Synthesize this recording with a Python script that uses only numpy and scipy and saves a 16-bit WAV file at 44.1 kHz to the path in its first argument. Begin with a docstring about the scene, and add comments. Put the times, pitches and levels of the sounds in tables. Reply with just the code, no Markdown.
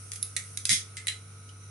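"""First comes the hiss of gas from a soldering pen in a small room, with a fan motor humming behind it.
A flint lighter clicks under the thumb as its small parts hit and ring, and its case knocks once.
Its wheel rasps over the flint and the gas catches with a soft, low puff. The lever snaps back,
and the pen burns on with a quieter hiss and a faint whistle."""
import sys
import numpy as np
from scipy import signal
from scipy.fft import rfft, irfft, next_fast_len
from scipy.io import wavfile
from scipy.ndimage import uniform_filter1d, map_coordinates

SR = 44100
rng = np.random.default_rng(int(sys.argv[2]) if len(sys.argv) > 2 else 0)


def output_pcm(signal):
    """Save a mono or channel-first signal as 16-bit PCM at the path in sys.argv[1].

    Samples are clipped to [-1, 1] before scaling.
    """
    pcm = np.clip(np.atleast_2d(signal).T, -1, 1) * 32767
    wavfile.write(sys.argv[1], SR, np.round(pcm).astype(np.int16))


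N = 74970


def amp(db):
    """Turn decibels into a number to multiply by."""
    return 10 ** (np.asarray(db) / 20)


def unit(x):
    """Scale a signal to an average (rms) strength of 1."""
    return x / np.sqrt(np.mean(x ** 2) + 1e-20)


def along(points, hz):
    """Read between (frequency, value) points on a log frequency scale."""
    f, v = np.transpose(points)
    return np.interp(np.log(hz + 1), np.log(f + 1), v)


def wobble(per_s):
    """A smooth curve through per_s random values a second."""
    return map_coordinates(rng.standard_normal(int(N * per_s / SR) + 4), [np.arange(N) * per_s / SR])


def coloured(x, db_at):
    """Turn each frequency up or down by db_at(hz) decibels."""
    n = x.shape[-1]
    m = 2 * next_fast_len(n)
    cepstrum = irfft(np.log(amp(db_at(np.fft.rfftfreq(m, 1 / SR)))), m)
    # make the ringing come after a sound, never before it
    cepstrum[1:m // 2] *= 2
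    cepstrum[m // 2 + 1:] = 0
    return irfft(rfft(x, m) * np.exp(rfft(cepstrum)), m)[..., :n]


def stereo(pair, alike, pan_db=0):
    """Mix two unrelated signals into left and right; alike=1 gives both the same wave."""
    turn = np.arccos(np.clip(alike, -1, 1)) / 2
    mid, side = pair[0] * np.cos(turn), pair[1] * np.sin(turn)
    return np.array([(mid + side) * amp(pan_db / 2), (mid - side) * amp(-pan_db / 2)])


def noise(colour):
    """Two unrelated noises whose colour (mix of lows and highs) follows a table."""
    return unit(coloured(rng.standard_normal((2, N)), lambda hz: along(colour, hz)))


# colour of the hiss, unlit and burning: f/Hz, level/dB
UNLIT_HISS = [(500, -41), (1800, -14), (2200, -10.5), (3300, -16), (4700, -15), (6000, -3.5), (7300, -16.5),
              (8300, -6), (9400, 0.5), (10100, 1.5), (11000, -10.5)]
BURNING_HISS = [(500, -13), (1800, -13.5), (2200, -3.5), (3400, -14.5), (4000, -5.5), (4600, -17),
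                (5500, -6.5), (6200, -5), (6900, -15), (8300, -14.5), (9400, 3), (10100, -2.5),
                (11000, -15)]

def gas_jet(lit_s=0.76, change_s=0.1, whistle_hz=5960, whistle_width_hz=150):
    """Gas hisses through the nozzle; once lit it softens and a faint whistle grows."""
    t = np.arange(N) / SR - lit_s
    lit = np.clip(t / change_s, 0, 1)
    cold = amp(-48) * np.sqrt(1 - lit) * noise(UNLIT_HISS)
    peak_db = lambda hz: -20 * np.log10(1 + (2 * (hz - whistle_hz) / whistle_width_hz) ** 2)
    whistle = amp(-77 + 18.5 * t) * unit(coloured(rng.standard_normal((2, N)), peak_db))
    flame = amp(-52 - 3.5 * t) * noise(BURNING_HISS)
    hiss = cold + np.sqrt(lit) * (flame + whistle)
    flutter = amp(0.8 * wobble(per_s=14.6))
    return stereo(hiss, alike=0.1, pan_db=-1.5) * flutter


# the motor's tones: cycles per turn of the shaft, level/dB
MOTOR_TONES = [(2, -48), (3, -68), (6, -79.5), (9, -70), (26, -65), (29, -70), (31, -76)]
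# colour of the moving air: f/Hz, level/dB
AIR_RUSH = [(20, -16), (60, -4.5), (130, 2), (200, -2.5), (330, -8.5), (450, -10), (700, -13), (900, -18.5),
            (1150, -11.5), (1370, -6), (1650, -20), (3000, -25), (11000, -20.5)]
# how alike the air sounds left and right: f/Hz, likeness from 0 to 1
AIR_LIKENESS = [(30, 0.85), (120, 0.99), (300, 0.7), (600, 0.38), (1400, 0.16), (5000, 0.12)]

def fan(shaft_hz=49.32, air_db=-56.5):
    """The motor hums at multiples of its turning speed, over a soft rush of air."""
    shaft_angle = 2 * np.pi * shaft_hz * np.arange(N) / SR + 0.025 * wobble(per_s=5.06)
    hum = np.zeros(N)
    for cycles, db in MOTOR_TONES:
        strength = np.sqrt(2) * amp(db - 0.5 * wobble(per_s=5.1))
        hum += strength * np.sin(cycles * shaft_angle + 2 * np.pi * rng.random())
    alike = along(AIR_LIKENESS, np.fft.rfftfreq(N, 1 / SR))
    air = irfft(stereo(rfft(noise(AIR_RUSH)), alike), N)
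    return hum + amp(air_db) * air


def rattle(t, fade_s, crack_fade_s=0.0014, smooth_hz=500):
    """One hit: a sharp crack and a dying chatter. A fade is the time taken to drop 60 dB."""
    chatter = amp(-60 * t / fade_s)
    crack = amp(-6 - 60 * t / crack_fade_s)
    burst = rng.standard_normal((2, len(t))) * (chatter + crack)
    # even out lows and highs so that every part is shaken alike
    power = np.abs(rfft(burst)) ** 2
    power = np.abs(uniform_filter1d(power, round(smooth_hz * len(t) / SR), axis=1))
    excess_db = 10 * np.log10(power / power.mean(axis=1, keepdims=True) + 1e-9)
    grid = np.fft.rfftfreq(len(t), 1 / SR)
    return np.array([coloured(b, lambda hz: -np.interp(hz, grid, e)) for b, e in zip(burst, excess_db)])


# notes of the lighter's shell: f/Hz, width/Hz, boost/dB
SHELL_NOTES = [(2075, 38, 8), (3330, 23, 9.5), (5040, 36, 7.5), (6030, 64, 4), (10000, 23, 4)]

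def shell_db(hz):
    """The shell rings at a few sharp pitches and makes them louder."""
    return sum(db / (1 + (2 * (hz - centre) / width) ** 2) for centre, width, db in SHELL_NOTES)


# bounces off the hands and table: delay/s, level/dB
BOUNCES = [(.0013, -21), (.0031, -10.5), (.0042, -18.5)]

def near_echoes(x):
    """The sound plus its weak copies from nearby surfaces."""
    n = x.shape[-1]
    hz = np.fft.rfftfreq(2 * n, 1 / SR)
    echoes = sum(amp(db) * np.exp(-2j * np.pi * hz * delay_s) for delay_s, db in BOUNCES)
    return irfft(rfft(x, 2 * n) * (1 + echoes))[..., :n]


# how long the room rings: f/Hz, fade/s
ROOM_FADE = [(200, 0.32), (2000, 0.22), (6000, 0.25), (11000, 0.19)]
# colour of the room's echo: f/Hz, level/dB
ROOM_TONE = [(1500, 6.5), (4000, 0.5), (7500, 2.5), (9300, 0.5), (10300, 2.5)]

def room(x, delay_s=0.002, build_s=0.0085):
    """Echoes from the walls blur into a short tail, different on each side."""
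    hz, t, spectrum = signal.stft(rng.standard_normal((2, SR // 2)), SR, nperseg=256)
    fade = amp(-60 * t / along(ROOM_FADE, hz)[:, None])
    tail = signal.istft(spectrum * fade, SR, nperseg=256)[1]
    tail *= np.clip((np.arange(tail.shape[1]) / SR - delay_s) / build_s, 0, 1)
    tail /= np.linalg.norm(tail, axis=1, keepdims=True)
    tail = coloured(tail, lambda hz: along(ROOM_TONE, hz))
    return signal.fftconvolve(x, tail, axes=1)[:, :x.shape[1]]


# where the lighter's body, cap, lever, spring, wheel and metal edge ring: f/Hz, width/Hz
PARTS = [(2030, 270), (2980, 220), (3930, 250), (5050, 300), (6250, 430), (10500, 800)]
# colour shared by all clicks: f/Hz, level/dB
CLICK_TONE = [(100, -39), (500, -32.5), (850, -34), (1300, -17.5), (1800, -10), (2700, -4), (4000, -2.5),
              (6000, -6), (7500, -2), (9500, 3), (11000, -1.5)]
# the clicks: t/s, level/dB, fade/s, boost/dB for each of the six parts, left over right/dB, room/dB
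LIGHTER_HITS = [(0.1185, -23, 0.015, 3, -6, -7, 2.5, 8, -2, -1.5, -6),
                (0.1346, -31, 0.0088, -12, -15, 6, -2, 0, 14, -5, -7.5),
                (0.1578, -33.5, 0.061, 5.5, -1.5, -3, 3, 8.5, 6.5, -4.5, -8),
                (0.2279, -21, 0.012, -3, -9, 8, 5, 5.5, 16.5, -5, -7.5),
                (0.3652, -16, 0.034, 11, -8, 3, -4, 5.5, 0.5, -3.5, -6.5),
                (0.5734, -21, 0.017, 4.5, -8, 5.5, 3, 10.5, 6.5, -4, -7),
                (0.6538, -13, 0.015, -0.5, -4.5, 1, 6, 6.5, 3.5, -5, -6),
                (0.6926, -25, 0.014, -6, 2, -1, -6, 9, 3.5, -21, -6),
                (0.6932, -14, 0.021, 12.5, -4, 9.5, 10, 9.5, -1.5, -6, 1),
                (0.969, -27, 0.031, 13.5, -0.5, -3, 4.5, 0.5, -5.5, -0.5, -3.5),
                (.9772, -29, 0.023, 5, -2, 5, -4, 6, -5, -2, -6),
                (1.0702, -17.5, 0.015, 14, 4, 7, -3, -5, 4, -3, -3.5),
                (1.0820, -18.5, 0.036, 10, 12, 15.5, -2, 2.5, -6, -3, -6),
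                (1.4903, -46, 0.037, -2, 20, 3, 11, 6, -10, -1, -9)]

def lighter_clicks(full_lean_hz=3520):
    """Each hit rattles the lighter and rings its parts, some more than others."""
    out = np.zeros((2, N + SR))
    t = np.arange(SR // 2) / SR
    for start_s, db, fade_s, *boosts_db, pan_db, room_db in LIGHTER_HITS:
        parts_db = lambda hz: sum(boost * np.exp(-.5 * ((hz - centre) / width) ** 2)
                                  for boost, (centre, width) in zip(boosts_db, PARTS))
        ring = coloured(rattle(t, fade_s), lambda hz: along(CLICK_TONE, hz) + parts_db(hz) + shell_db(hz))
        left, right = stereo(near_echoes(ring), alike=0.29)
        # highs lean to one side, lows stay in the middle
        lean_db = lambda hz: pan_db / 2 * np.minimum(hz / full_lean_hz, 1) ** 2
        direct = np.array([coloured(left, lean_db), coloured(right, lambda hz: -lean_db(hz))])
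        echo = amp(room_db) * stereo(room(ring), alike=0.25, pan_db=-1)
        start = round(start_s * SR)
        out[:, start:start + len(t)] += amp(db) * (direct + echo)
    return out[:, :N]


def case_knock(start_s=0.366, pitch_hz=558, fade_s=0.02):
    """The plastic case gives one short, dull note."""
    t = np.maximum(np.arange(N) / SR - start_s, 0)
    note = amp(-43.5 - 60 * t / fade_s) * np.sin(2 * np.pi * pitch_hz * t)
    return note + amp(-12) * room(note[None])


# colour of the scraped flint: f/Hz, level/dB
FLINT_TONE = [(100, -25), (500, -25), (850, -55), (1400, -27), (1950, -3), (2750, -8), (3450, 2),
              (4450, -5), (5150, 1.5), (6400, 0), (7500, -4), (8500, 0), (9200, 3), (10200, 2.5),
              (11000, -0.5)]

def flint_rasp(start_s=0.6932, rise_s=0.0074, peak_s=0.034, fade_s=0.16, grains_per_s=9900):
    """The wheel's teeth tear tiny grains off the flint, harder as it speeds up, then it runs out."""
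    t = np.arange(N) / SR - start_s
    effort_db = np.minimum(45 * (t - peak_s), -60 * (t - peak_s) / fade_s)
    bite_db = 1.7 * wobble(per_s=260)  # the teeth bite unevenly
    stroke = np.clip(t / rise_s, 0, 1) * amp(effort_db + bite_db)
    breaks_off = rng.random(N) < grains_per_s / SR
    sizes = breaks_off * amp(1.5 * rng.standard_normal(N))
    grains = sizes * rng.standard_normal((2, N))
    ringing = unit(coloured(grains, lambda hz: along(FLINT_TONE, hz) + shell_db(hz)))
    scrape = amp(-20) * stroke * ringing
    return stereo(scrape + amp(-4) * room(scrape), alike=0.016, pan_db=-1)


# colour of the flame flaring up: f/Hz, level/dB
FLARE_TONE = [(30, -37), (80, -4), (150, 0.5), (280, -5.5), (420, -31), (900, -36), (3000, -65)]

def gas_puff(peak_s=0.7195, width_s=0.012, throb_hz=119.4, fade_s=0.21):
    """The gathered gas catches with a low throb and a short, breathy flare."""
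    t = np.arange(N) / SR - peak_s
    throb = amp(-34) * np.exp(-.5 * (t / width_s) ** 2) * np.cos(2 * np.pi * throb_hz * t)
    rise = np.clip(1 + t / width_s, 0, 1)
    fall = amp(-42 - 60 * np.maximum(t, 0) / fade_s)
    return throb + rise * fall * stereo(noise(FLARE_TONE), alike=1)


def scene():
    """Gas, fan and lighter together."""
    return gas_jet() + fan() + lighter_clicks() + case_knock() + flint_rasp() + gas_puff()


def record(dry, top_hz=11050):
    """Cut away the very highest sounds, above top_hz."""
    m = next_fast_len(N + SR // 2)
    gain = 1 / np.sqrt(1 + (np.fft.rfftfreq(m, 1 / SR) / top_hz) ** 500)
    return irfft(rfft(dry, m) * gain, m)[:, :N]


dry = scene()
out = record(dry)
output_pcm(out)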